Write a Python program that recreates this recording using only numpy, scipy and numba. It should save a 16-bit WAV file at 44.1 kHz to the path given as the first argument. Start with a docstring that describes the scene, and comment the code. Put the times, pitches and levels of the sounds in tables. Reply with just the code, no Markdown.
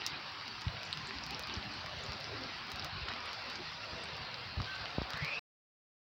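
"""A wet concrete yard in heavy rain, heard by a phone held low under a shelter.
Far drops merge into a dull noise wash; nearer ones are damped sines (bubbles) and filtered impulses (ticks).
Noise rumbles and low thuds are gusts on the microphone port; larger splashes are decaying noise bursts.
Late on, two airy whistles pass as noise and tone in a moving resonance, and two knocks ring the phone's case.
The sound stops dead at 5.39 s and silence follows."""
import sys
import numpy as np
from scipy import signal
from scipy.fft import rfft, irfft, next_fast_len
from scipy.io import wavfile
from scipy.ndimage import uniform_filter1d
from numba import njit

SR = 44100
rng = np.random.default_rng(int(sys.argv[2]) if len(sys.argv) > 2 else 0)


def log_audio(samples):
    """Write samples as a 16-bit WAV file to the path given in sys.argv[1]."""
    # one column per channel
    frames = np.atleast_2d(samples).T
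    # limit to full scale, then quantise
    limited = np.clip(frames, -1, 1)
    pcm = np.round(limited * 32767).astype(np.int16)
    wavfile.write(sys.argv[1], SR, pcm)


N = 265031

# Treble loss under the shelter. Each row: frequency in Hz, gain in dB.
SHELTER_LOSS = [(4800, -1.5), (5600, -2), (6600, -25.5), (9000, -37.5)]


def undb(db):
    """Amplitude is ten to the power of a twentieth of the level in dB."""
    return 10 ** (np.asarray(db) / 20)


def level(x, db):
    """Normalisation: scales a sound to an rms level in dB."""
    return x * undb(db) / np.sqrt(np.mean(x ** 2))


def curve(table):
    """Linear interpolation: joins rows of (s, ..) by straight lines, one value a sample for each column."""
    s, *columns = np.transpose(table)
    return [np.interp(np.arange(N) / SR, s, column) for column in columns]


def colour(x, points):
    """Zero-phase filtering: multiplies the spectrum by (Hz, dB) points joined over log frequency."""
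    hz, db = np.transpose(points)
    size = next_fast_len(N)
    bins = np.maximum(np.arange(size // 2 + 1) * SR / size, 1)
    gain = undb(np.interp(np.log(bins), np.log(hz), db))
    return irfft(rfft(x, size) * gain, size)[:N]


def walk(rate):
    """Slow random modulation: levels held 1 / rate s, then averaged twice; spread near 1."""
    hold = int(SR / rate)
    steps = np.repeat(rng.standard_normal(N // hold + 1), hold)
    return 1.3 * uniform_filter1d(uniform_filter1d(steps, hold), hold)[:N]


@njit
def svf(x, hz, width):
    """Resonance: a state-variable band-pass whose centre and width move every sample."""
    y, band, low = np.empty(len(x)), 0., 0.
    for i in range(len(x)):
        g, k = np.tan(np.pi * hz[i] / SR), width[i] / hz[i]
        v = (band + g * (x[i] - low)) / (1 + g * (g + k))
        band, low, y[i] = 2 * v - band, low + 2 * g * v, k * v
    return y


@njit
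def rings(count, s, size, hz, t60, glide):
    """Damped oscillation: sines that fade 60 dB in t60 while their pitch rises by the share glide."""
    out = np.zeros(count)
    for e in range(len(s)):
        start, length, phase = int(s[e] * SR), int(t60[e] * SR) + 2, 0.
        for i in range(min(length, count - start)):
            phase += 2 * np.pi * hz[e] * (1 + glide * i / length) / SR
            out[start + i] += size[e] * np.sin(phase) * 1000. ** (-i / length)
    return out


def wash():
    """Superposition: countless far drops sum to noise bands that swell together and flicker alone."""
    # Colour of the wash. Each row: frequency in Hz, gain in dB.
    wash_colour = [(500, -25), (760, -2), (1020, 0.5), (2220, -3), (2680, -1.5), (3350, -5), (4100, -2.5),
                   (4800, -2.5), (5410, -10), (5900, -16), (6300, -29.5), (7300, -36.5), (9000, -48.5),
                   (11700, -67), (19800, -120)]
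    # Level of the band above about 5.6 kHz. Each row: time in seconds, relative level in dB.
    treble = [(0.0, -68), (0.49, -66), (0.88, -60), (1.45, -62), (1.56, -63), (2.26, -63), (2.39, -66),
              (3.08, -70.5), (3.17, -65), (3.32, -68), (3.55, -64.5), (3.65, -64), (4.01, -63.5),
              (4.42, -70.5), (4.59, -67), (4.78, -64), (5.03, -66), (5.2, -63.5)]
    treble_from_hz, treble_mean_db, patchy_db = 5600, -64.5, 3.5
    out, swell = 0, walk(12)
    treble_gain = curve(treble)[0] - treble_mean_db + np.minimum(2.8 * walk(18), 1.5)
    for hz in 740 * 2 ** np.arange(0, 3.7, 1 / 8):
        narrow = [(hz / 1.147, -40), (hz / 1.0336, -3), (hz, 0), (hz * 1.033, -3), (hz * 1.15, -40)]
        band = colour(rng.standard_normal(N), narrow)
        # the treble drops out and returns in patches, as after noise suppression
        patches = treble_gain + np.minimum(patchy_db * walk(7.4), 2.5)
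        dropouts = patches / (1 + (treble_from_hz / hz) ** 12)
        flicker = np.minimum(1500 / hz * walk(9), 1.2) + 0.6 * walk(13) + 2.2 * walk(40)
        out = out + band * undb(.5 * swell + flicker + dropouts)
    return level(colour(out, wash_colour), -2.2)


def patter(per_s, spread_db, cycles, low_hz, high_hz, glide):
    """Random arrivals: middle-distance drops ring at random pitches; most are faint, none is huge."""
    when, pitch, size, sign = rng.random((int(per_s * N / SR), 4)).T
    hz = low_hz * (high_hz / low_hz) ** pitch
    gain = undb(spread_db * np.minimum(-np.log(1 - size), 4)) * np.sign(sign - .5)
    return rings(N, when * N / SR, gain, hz, cycles / hz, glide)


def snaps(per_s, spread_db):
    """Impulse response: drops on concrete a few steps away are dull inward snaps at random times."""
    when, size = rng.random((int(per_s * N / SR), 2)).T
    hits = np.zeros(N)
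    hits[(when * N).astype(int)] = -undb(spread_db * np.minimum(-np.log(1 - size), 4))
    return colour(hits, [(200, -20.0), (1000, 3.0), (5000, -1.5)])


def rain():
    """Superposition by distance: the wash, middle drops and spray share one slow rise and fall."""
    # Strength of the rain. Each row: time in seconds, gain in dB.
    strength = [(0.0, -42), (0.44, -44.5), (1.33, -43), (1.66, -43), (2.27, -42.5), (2.66, -43.5),
                (3.0, -41.5), (3.79, -44), (4.1, -42), (4.53, -44), (4.79, -42.5), (5.1, -43.5)]
    crackle = patter(per_s=1100, spread_db=4.5, cycles=3.6, low_hz=880, high_hz=5230, glide=0.096)
    bubbles = patter(per_s=420, spread_db=7.0, cycles=33, low_hz=877, high_hz=5100, glide=0.15)
    gurgle = patter(per_s=68, spread_db=4.0, cycles=22, low_hz=325, high_hz=930, glide=0.074)
    spray = patter(per_s=70, spread_db=8.0, cycles=2.4, low_hz=6015, high_hz=14500, glide=0.)
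    middle = undb(-14.0) * crackle + undb(-28.5) * bubbles + undb(-25.5) * gurgle
    middle = middle + undb(10.0) * snaps(per_s=260, spread_db=3.5)
    bright = undb(-44.0) * colour(spray, [(15800, -3.5), (16100, -24.5)])
    return (wash() + colour(middle, SHELTER_LOSS) + bright) * undb(curve(strength)[0])


def murmur():
    """Amplitude modulation: low rain noise in two ranges, each swelling and dropping out on its own."""
    # Level of the murmur. Each row: time in seconds, lower range in dB, upper range in dB.
    murmur_levels = [(0.0, -50.5, -55), (0.05, -61, -71), (0.19, -55, -56), (0.23, -69.5, -56.5),
                     (0.5, -56.5, -66), (0.63, -65, -72), (0.67, -67, -65), (0.7, -61, -54),
                     (0.91, -66, -61.5), (1.14, -51.5, -68), (1.23, -60, -54), (1.3, -62, -76),
                     (1.35, -50, -57), (1.42, -81, -53), (1.49, -56.5, -61), (1.75, -55, -57),
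                     (1.87, -67, -53), (2.15, -53, -57), (2.19, -69, -56), (2.33, -50.5, -54),
                     (2.44, -53, -54), (2.59, -62.5, -67.5), (2.87, -58, -52), (2.92, -79, -62),
                     (2.99, -53, -61), (3.03, -75, -55), (3.06, -53.5, -52), (3.36, -66.5, -59.5),
                     (3.47, -58, -51), (3.56, -56, -64), (3.6, -50, -54), (3.68, -73, -59.5),
                     (4.01, -57.5, -54), (4.27, -68, -57), (4.56, -64, -59), (4.6, -54, -56),
                     (4.67, -66, -59.5), (4.95, -63, -54)]
    # The two ranges. Each row: lowest band in Hz, upper limit in Hz.
    ranges = [(200, 422), (430, 755)]
    out = 0
    for (low_hz, high_hz), db in zip(ranges, curve(murmur_levels)):
        part = 0
        for hz in np.geomspace(low_hz, high_hz, 7)[:-1]:
            narrow = [(hz / 1.07, -45), (hz * 1.0, -3), (hz * 1.06, 0), (hz * 1.13, -3), (hz * 1.35, -45)]
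            band = colour(rng.standard_normal(N), narrow)
            part = part + band * undb(np.minimum(7 * walk(11), 3) + 2 * walk(30))
        out = out + level(part, 0) * undb(db)
    return colour(out, [(120, -30), (180, 0), (900, 0), (1500, -60)])


def hiss():
    """Electronic noise: the phone's own faint coloured hiss, gently unsteady."""
    # Colour of the hiss. Each row: frequency in Hz, gain in dB.
    hiss_colour = [(5000, -42.5), (7000, -5.5), (9000, -13), (12500, -15), (13600, -19), (15200, -5),
                   (15850, -4), (16000, -52)]
    return level(colour(rng.standard_normal(N), hiss_colour), -81.5) * undb(1.4 * walk(12))


def wind():
    """Turbulent pressure: eddies rumble on the port; each gust swells them and pushes the port inward."""
    # Wind between gusts. Each row: time in seconds, rumble level in dB.
    breeze = [(0.0, -61), (0.32, -60.5), (1.17, -54.5), (2.2, -54.5), (2.41, -55.5), (2.88, -56),
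              (3.28, -60.5), (4.09, -55), (4.19, -67), (4.46, -49.5), (5.23, -67), (5.3, -56)]
    # Colour of the rumble. Each row: frequency in Hz, gain in dB.
    rumble_colour = [(25, -32.5), (50, 2.5), (70, 4.5), (100, 10.5), (160, 9.5), (250, 0), (400, -16),
                     (1200, -84)]
    # Gusts. Each row: start in seconds, thud size in dB, starting pitch in Hz, added rumble level in dB.
    gusts = [(0.126, -64, 103, -49.5), (0.666, -25, 113, -46), (0.738, -39, 135, -51),
             (1.031, -45, 119, -64), (1.156, -48, 94, -50), (1.569, -31, 102, -50), (1.649, -47, 130, -52),
             (1.844, -44, 110, -55), (1.934, -45, 114, -58), (1.969, -40, 105, -52), (2.087, -37, 90, -63),
             (2.734, -41.5, 99, -62), (2.821, -46, 110, -53), (2.927, -39.5, 110, -56),
             (2.949, -40.5, 125, -56), (2.965, -43, 75, -59), (3.014, -37.5, 80, -63),
             (3.029, -39, 85, -59), (3.089, -44, 115, -60), (3.92, -42, 106, -49), (4.126, -49, 118, -51),
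             (4.187, -54, 104, -46.5), (4.57, -28, 108, -44), (4.581, -40, 94, -42), (4.603, -29, 127, -44),
             (4.615, -45, 109, -44), (4.806, -46, 93, -52), (5.136, -39, 110, -50), (5.214, -35, 106, -45)]
    puff_rise_s, puff_fall_s = 0.0089, 0.029
    # in turns of the starting pitch, so low thuds last longer
    rise_turns, sag_turns = 0.46, 3
    power, thuds, t = undb(2 * curve(breeze)[0]), 0, np.arange(N) / SR
    for s, db, hz, puff_db in gusts:
        late = t - s - puff_rise_s
        puff = np.exp(-(late / np.where(late < 0, puff_rise_s, puff_fall_s)) ** 2)
        power = power + undb(2 * puff_db) * puff
        after = np.maximum(t - s, 0) * hz
        turns = sag_turns * (1 - np.exp(-after / sag_turns))  # the pitch sags
        swell = after / rise_turns * np.exp(1 - after / rise_turns)
        thuds = thuds - undb(db) * swell * np.sin(2 * np.pi * turns)
    eddies = 0
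    for hz in np.geomspace(45, 360, 8):  # each size of eddy comes and goes alone
        eddy = colour(rng.standard_normal(N), [(hz / 1.6, -30), (hz, 0), (hz * 1.6, -30)])
        eddies = eddies + eddy * undb(3.2 * walk(14)) / np.sqrt(hz)
    rumble = level(colour(eddies, rumble_colour), 0) * np.sqrt(power)
    return rumble + thuds


def plinks():
    """Bubble resonance: near trapped bubbles ring briefly with rising pitch, and a wall reflects a weaker copy."""
    # Bubbles. Each row: start in seconds, level in dB before the shelter's loss, starting pitch in Hz.
    bubble_hits = [(0.019, -21.5, 2560), (0.0647, -14.5, 4860), (0.401, -33, 3960), (0.4122, -30, 4100),
                   (0.478, -38, 4400), (0.682, -26, 3270), (0.7684, -25, 2550), (0.9286, -16.5, 3830),
                   (1.0928, -29, 4260), (1.1089, -22.5, 2020), (1.1858, -25, 4170), (1.238, -22.5, 5340),
                   (1.308, -25, 4130), (1.347, -22.5, 4700), (1.436, -25, 4300), (1.4978, -24, 3380),
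                   (1.5055, -27, 2810), (1.54, -21, 5370), (1.5535, -26, 3100), (1.5644, -27, 4600),
                   (1.6275, -26, 3580), (2.133, -27, 4800), (2.21, -28, 4400), (2.243, -24.5, 4800),
                   (2.4372, -28, 4560), (2.7173, -29, 3940), (2.7962, -21.5, 4600), (2.824, -26, 3370),
                   (3.0859, -23.5, 2810), (3.1182, -24, 1780), (3.205, -28, 4650), (3.291, -31, 4700),
                   (3.332, -32, 4600), (3.556, -26.5, 4630), (4.343, -23.5, 4220), (4.645, -27, 4070),
                   (4.658, -29.5, 4180), (4.8574, -22, 2580), (4.9044, -30, 3340), (5.0207, -37, 4830),
                   (5.022, -31, 4480), (5.1345, -25, 3430), (5.2444, -36.5, 2300)]
    s, db, hz = np.transpose(bubble_hits)
    t60 = np.full(len(s), 0.0034)
    direct = rings(N, s, undb(db), hz, t60, 0.79)
    reflected = undb(-16.5) * rings(N, s + 0.001018, undb(db), hz, 1.2 * t60, 0.092)
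    return colour(direct + reflected, SHELTER_LOSS)


def drips():
    """Bubble resonance: the smaller the bubble the higher it rings, here fading over 38 cycles."""
    # Tiny droplets. Each row: start in seconds, level in dB before colouring, starting pitch in Hz.
    droplets = [(0.0646, -38, 6350), (0.6103, -55, 8890), (0.618, -51, 6760), (0.8529, -49, 7060),
                (0.9285, -44.5, 8000), (1.0724, -43.5, 7400), (1.2382, -53, 7200), (1.5414, -55, 6800),
                (1.7396, -55, 7880), (1.9878, -56, 7240), (2.038, -44.5, 6900), (3.087, -52, 6770),
                (3.2586, -50, 9300), (3.5002, -58, 7540), (3.5575, -48, 6350), (4.0387, -45, 8060),
                (4.7557, -54, 6980), (5.1349, -56.5, 7020)]
    s, db, hz = np.transpose(droplets)
    ringing = rings(N, s, undb(db), hz, 38 / hz, 0.066)
    return colour(ringing, [(3500, -21.0), (6000, 6.5), (9500, 0.0), (12000, -14.5)])


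def ticks():
    """Impulse response: close landings are one-sample inward snaps coloured bright, with a dull body."""
    # Close drops. Each row: time in seconds, bright impulse in dB, dull impulse in dB, both before colouring.
    landings = [(0.0647, -35, -45.5), (0.074, -47, -36.5), (0.4802, -57, -28), (0.525, -67, -50),
                (0.6113, -60, -35), (0.619, -58, -29), (0.8325, -53, -29.5), (0.9285, -67, -26),
                (0.974, -54, -27.5), (1.057, -68, -33), (1.2648, -49, -31), (1.3084, -46, -41),
                (1.3948, -41, -31), (1.426, -54, -45), (1.4725, -53, -30.5), (1.862, -55, -30),
                (2.064, -59, -30), (2.121, -56, -26.5), (2.204, -55, -36), (2.412, -62, -43),
                (2.438, -63, -33), (2.585, -67, -37), (2.669, -59, -39), (2.702, -56, -44),
                (2.7182, -43.5, -35), (2.7595, -51, -32), (2.8465, -42, -28.5), (3.087, -66, -28),
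                (3.118, -68, -32.5), (3.137, -65.5, -28.5), (3.163, -70, -33), (3.2575, -59, -51),
                (3.3317, -53, -26.5), (3.5005, -55, -30.5), (4.168, -58, -41), (4.602, -72, -36),
                (4.6185, -61, -28.5), (4.8563, -69, -31), (4.905, -68, -36), (5.1053, -48, -27.5),
                (5.135, -62, -28.5), (5.248, -49, -27)]
    # Colour of the bright part. Each row: frequency in Hz, gain in dB.
    bright_colour = [(5000, 9), (6000, 26.5), (8000, 12), (12500, 14.5), (13700, 4.5), (15200, 24),
                     (15900, 12.5), (16100, -18)]
    # Colour of the dull body. Each row: frequency in Hz, gain in dB.
    body_colour = [(300, 7.5), (1000, 14.5), (2500, 12.5), (5200, 17.5), (6500, -8), (9000, -41)]
    faint_per_s, faint_db, faint_spread_db = 6.6, -67.5, 2.5
    s, db, body_db = np.transpose(landings)
    when, size = rng.random((int(faint_per_s * N / SR), 2)).T
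    hits, bodies = np.zeros(N), np.zeros(N)
    hits[(when * N).astype(int)] = -undb(faint_db - faint_spread_db * np.log(1 - size))
    hits[(s * SR).astype(int)] = -undb(db)
    bodies[(s * SR).astype(int)] = -undb(body_db)
    return colour(hits, bright_colour) + colour(bodies, body_colour)


def yard(near, db, t60):
    """Reverberation: the walls return a scattered, duller tail, made by convolution with decaying noise."""
    t = np.arange(SR // 2) / SR
    tail = rng.standard_normal(len(t)) * 1000. ** (-t / t60) * (t > .002)
    echo = signal.fftconvolve(near, tail)[:N]
    return near + undb(db) * colour(echo, [(7000, 0), (12000, -9.0)])


def splashes():
    """Exponential decay: a larger slop of water is a dull, crackly noise burst that dies quickly."""
    # Slops. Each row: start in seconds, level in dB before colouring, centre in Hz, 60 dB decay in seconds.
    slops = [(3.081, -30.5, 996, 0.04), (3.098, -33, 1400, 0.06), (3.134, -35, 450, 0.025),
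             (3.158, -32, 1308, 0.062), (4.601, -25.5, 950, 0.02), (3.083, -33, 1970, 0.055)]
    out, t = 0, np.arange(N) / SR
    for s, db, hz, t60 in slops:
        crackly = level(rng.standard_normal(N) * undb(2.0 * walk(300)), db)
        burst = crackly * (t > s) * 1000. ** (-np.maximum(t - s, 0) / t60)
        dull = [(hz / 4, -22), (hz / 1.9, 4), (hz * 1.0, 6), (hz * 2.4, -5), (7000, -40), (12000, -70)]
        out = out + colour(burst, dull)
    return out


def whistles():
    """Moving resonance: filtered air noise; the narrower the band, the more a steady tone takes over."""
    # One table a whistle. Each row: time in seconds, pitch in Hz, filter width in Hz,
    # level in dB before the shelter's loss.
    whistle_paths = [
        [(4.65, 1546, 50, -60), (4.67, 1550, 50, -47), (4.74, 1545, 50, -48), (4.785, 1530, 60, -49.5),
         (4.81, 1520, 80, -59), (4.93, 1510, 80, -60)],
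        [(5.05, 750, 500, -59), (5.1, 1150, 650, -54), (5.15, 1620, 600, -48.5), (5.2, 1900, 600, -45.5),
         (5.25, 2220, 560, -44), (5.3, 2490, 340, -43), (5.34, 2590, 220, -42), (5.4, 2630, 200, -42.5)],
    ]
    out, t = 0, np.arange(N) / SR
    for path in whistle_paths:
        hz, width, db = curve(path)
        noise = svf(svf(rng.standard_normal(N), hz, width), hz, width)
        air = noise / np.sqrt(np.pi / 4 * width / SR)  # evens out the loudness over width
        tone = np.sqrt(2) * np.sin(2 * np.pi * np.cumsum(hz) / SR)
        share = np.clip((60 / width) ** 2, 0, .7)
        sounding = (t > path[0][0]) * (t < path[-1][0])
        out = out + (np.sqrt(share) * tone + (1 - share) * air) * undb(db) * sounding
    return colour(out, SHELTER_LOSS)


def knocks():
    """Modal vibration: a short inward push, then the phone's case swings back and rings in low modes."""
    # Knocks. 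Each row: time of the push's peak in seconds, size in dB, push length in seconds.
    pushes = [(4.9837, -18.5, 0.0012), (5.0173, -22.5, 0.00069)]
    # Modes of the case. Each row: frequency in Hz, level in dB against the push, 60 dB decay in seconds.
    modes = [(63, -15.5, 0.12), (121, -4, 0.0099), (240, -24.5, 0.017)]
    out, t = np.zeros(N), np.arange(N) / SR
    for s, db, push in pushes:
        out -= undb(db) * np.exp(-.5 * ((t - s) / (0.26 * push)) ** 2)
        for hz, mode_db, t60 in modes:
            size = undb([db + mode_db])
            out += rings(N, np.array([s + push]), size, np.array([1. * hz]), np.array([t60]), 0.)
    return out


def scene():
    """Linear superposition: rain at all distances, wind, splashes, whistles, knocks and hiss add up."""
    steady = rain() + murmur() + hiss() + wind()
    near = yard(plinks() + drips() + ticks(), db=-30, t60=0.08)
    passing = yard(whistles(), db=-35, t60=0.33)
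    return (steady + near + splashes() + passing + knocks())[None]


def record(dry):
    """Band limiting: the phone drops the deepest bass, cuts the sound off hard and keeps no extreme treble."""
    low_cut_hz, top_hz, stop_s = 52, 16800, 5.3935
    thin = signal.sosfilt(signal.butter(3, low_cut_hz, "high", fs=SR, output="sos"), dry)
    kept = thin * (np.arange(N) < stop_s * SR)
    return signal.sosfilt(signal.ellip(10, .2, 80, top_hz, fs=SR, output="sos"), kept)


dry = scene()
out = record(dry)
log_audio(out)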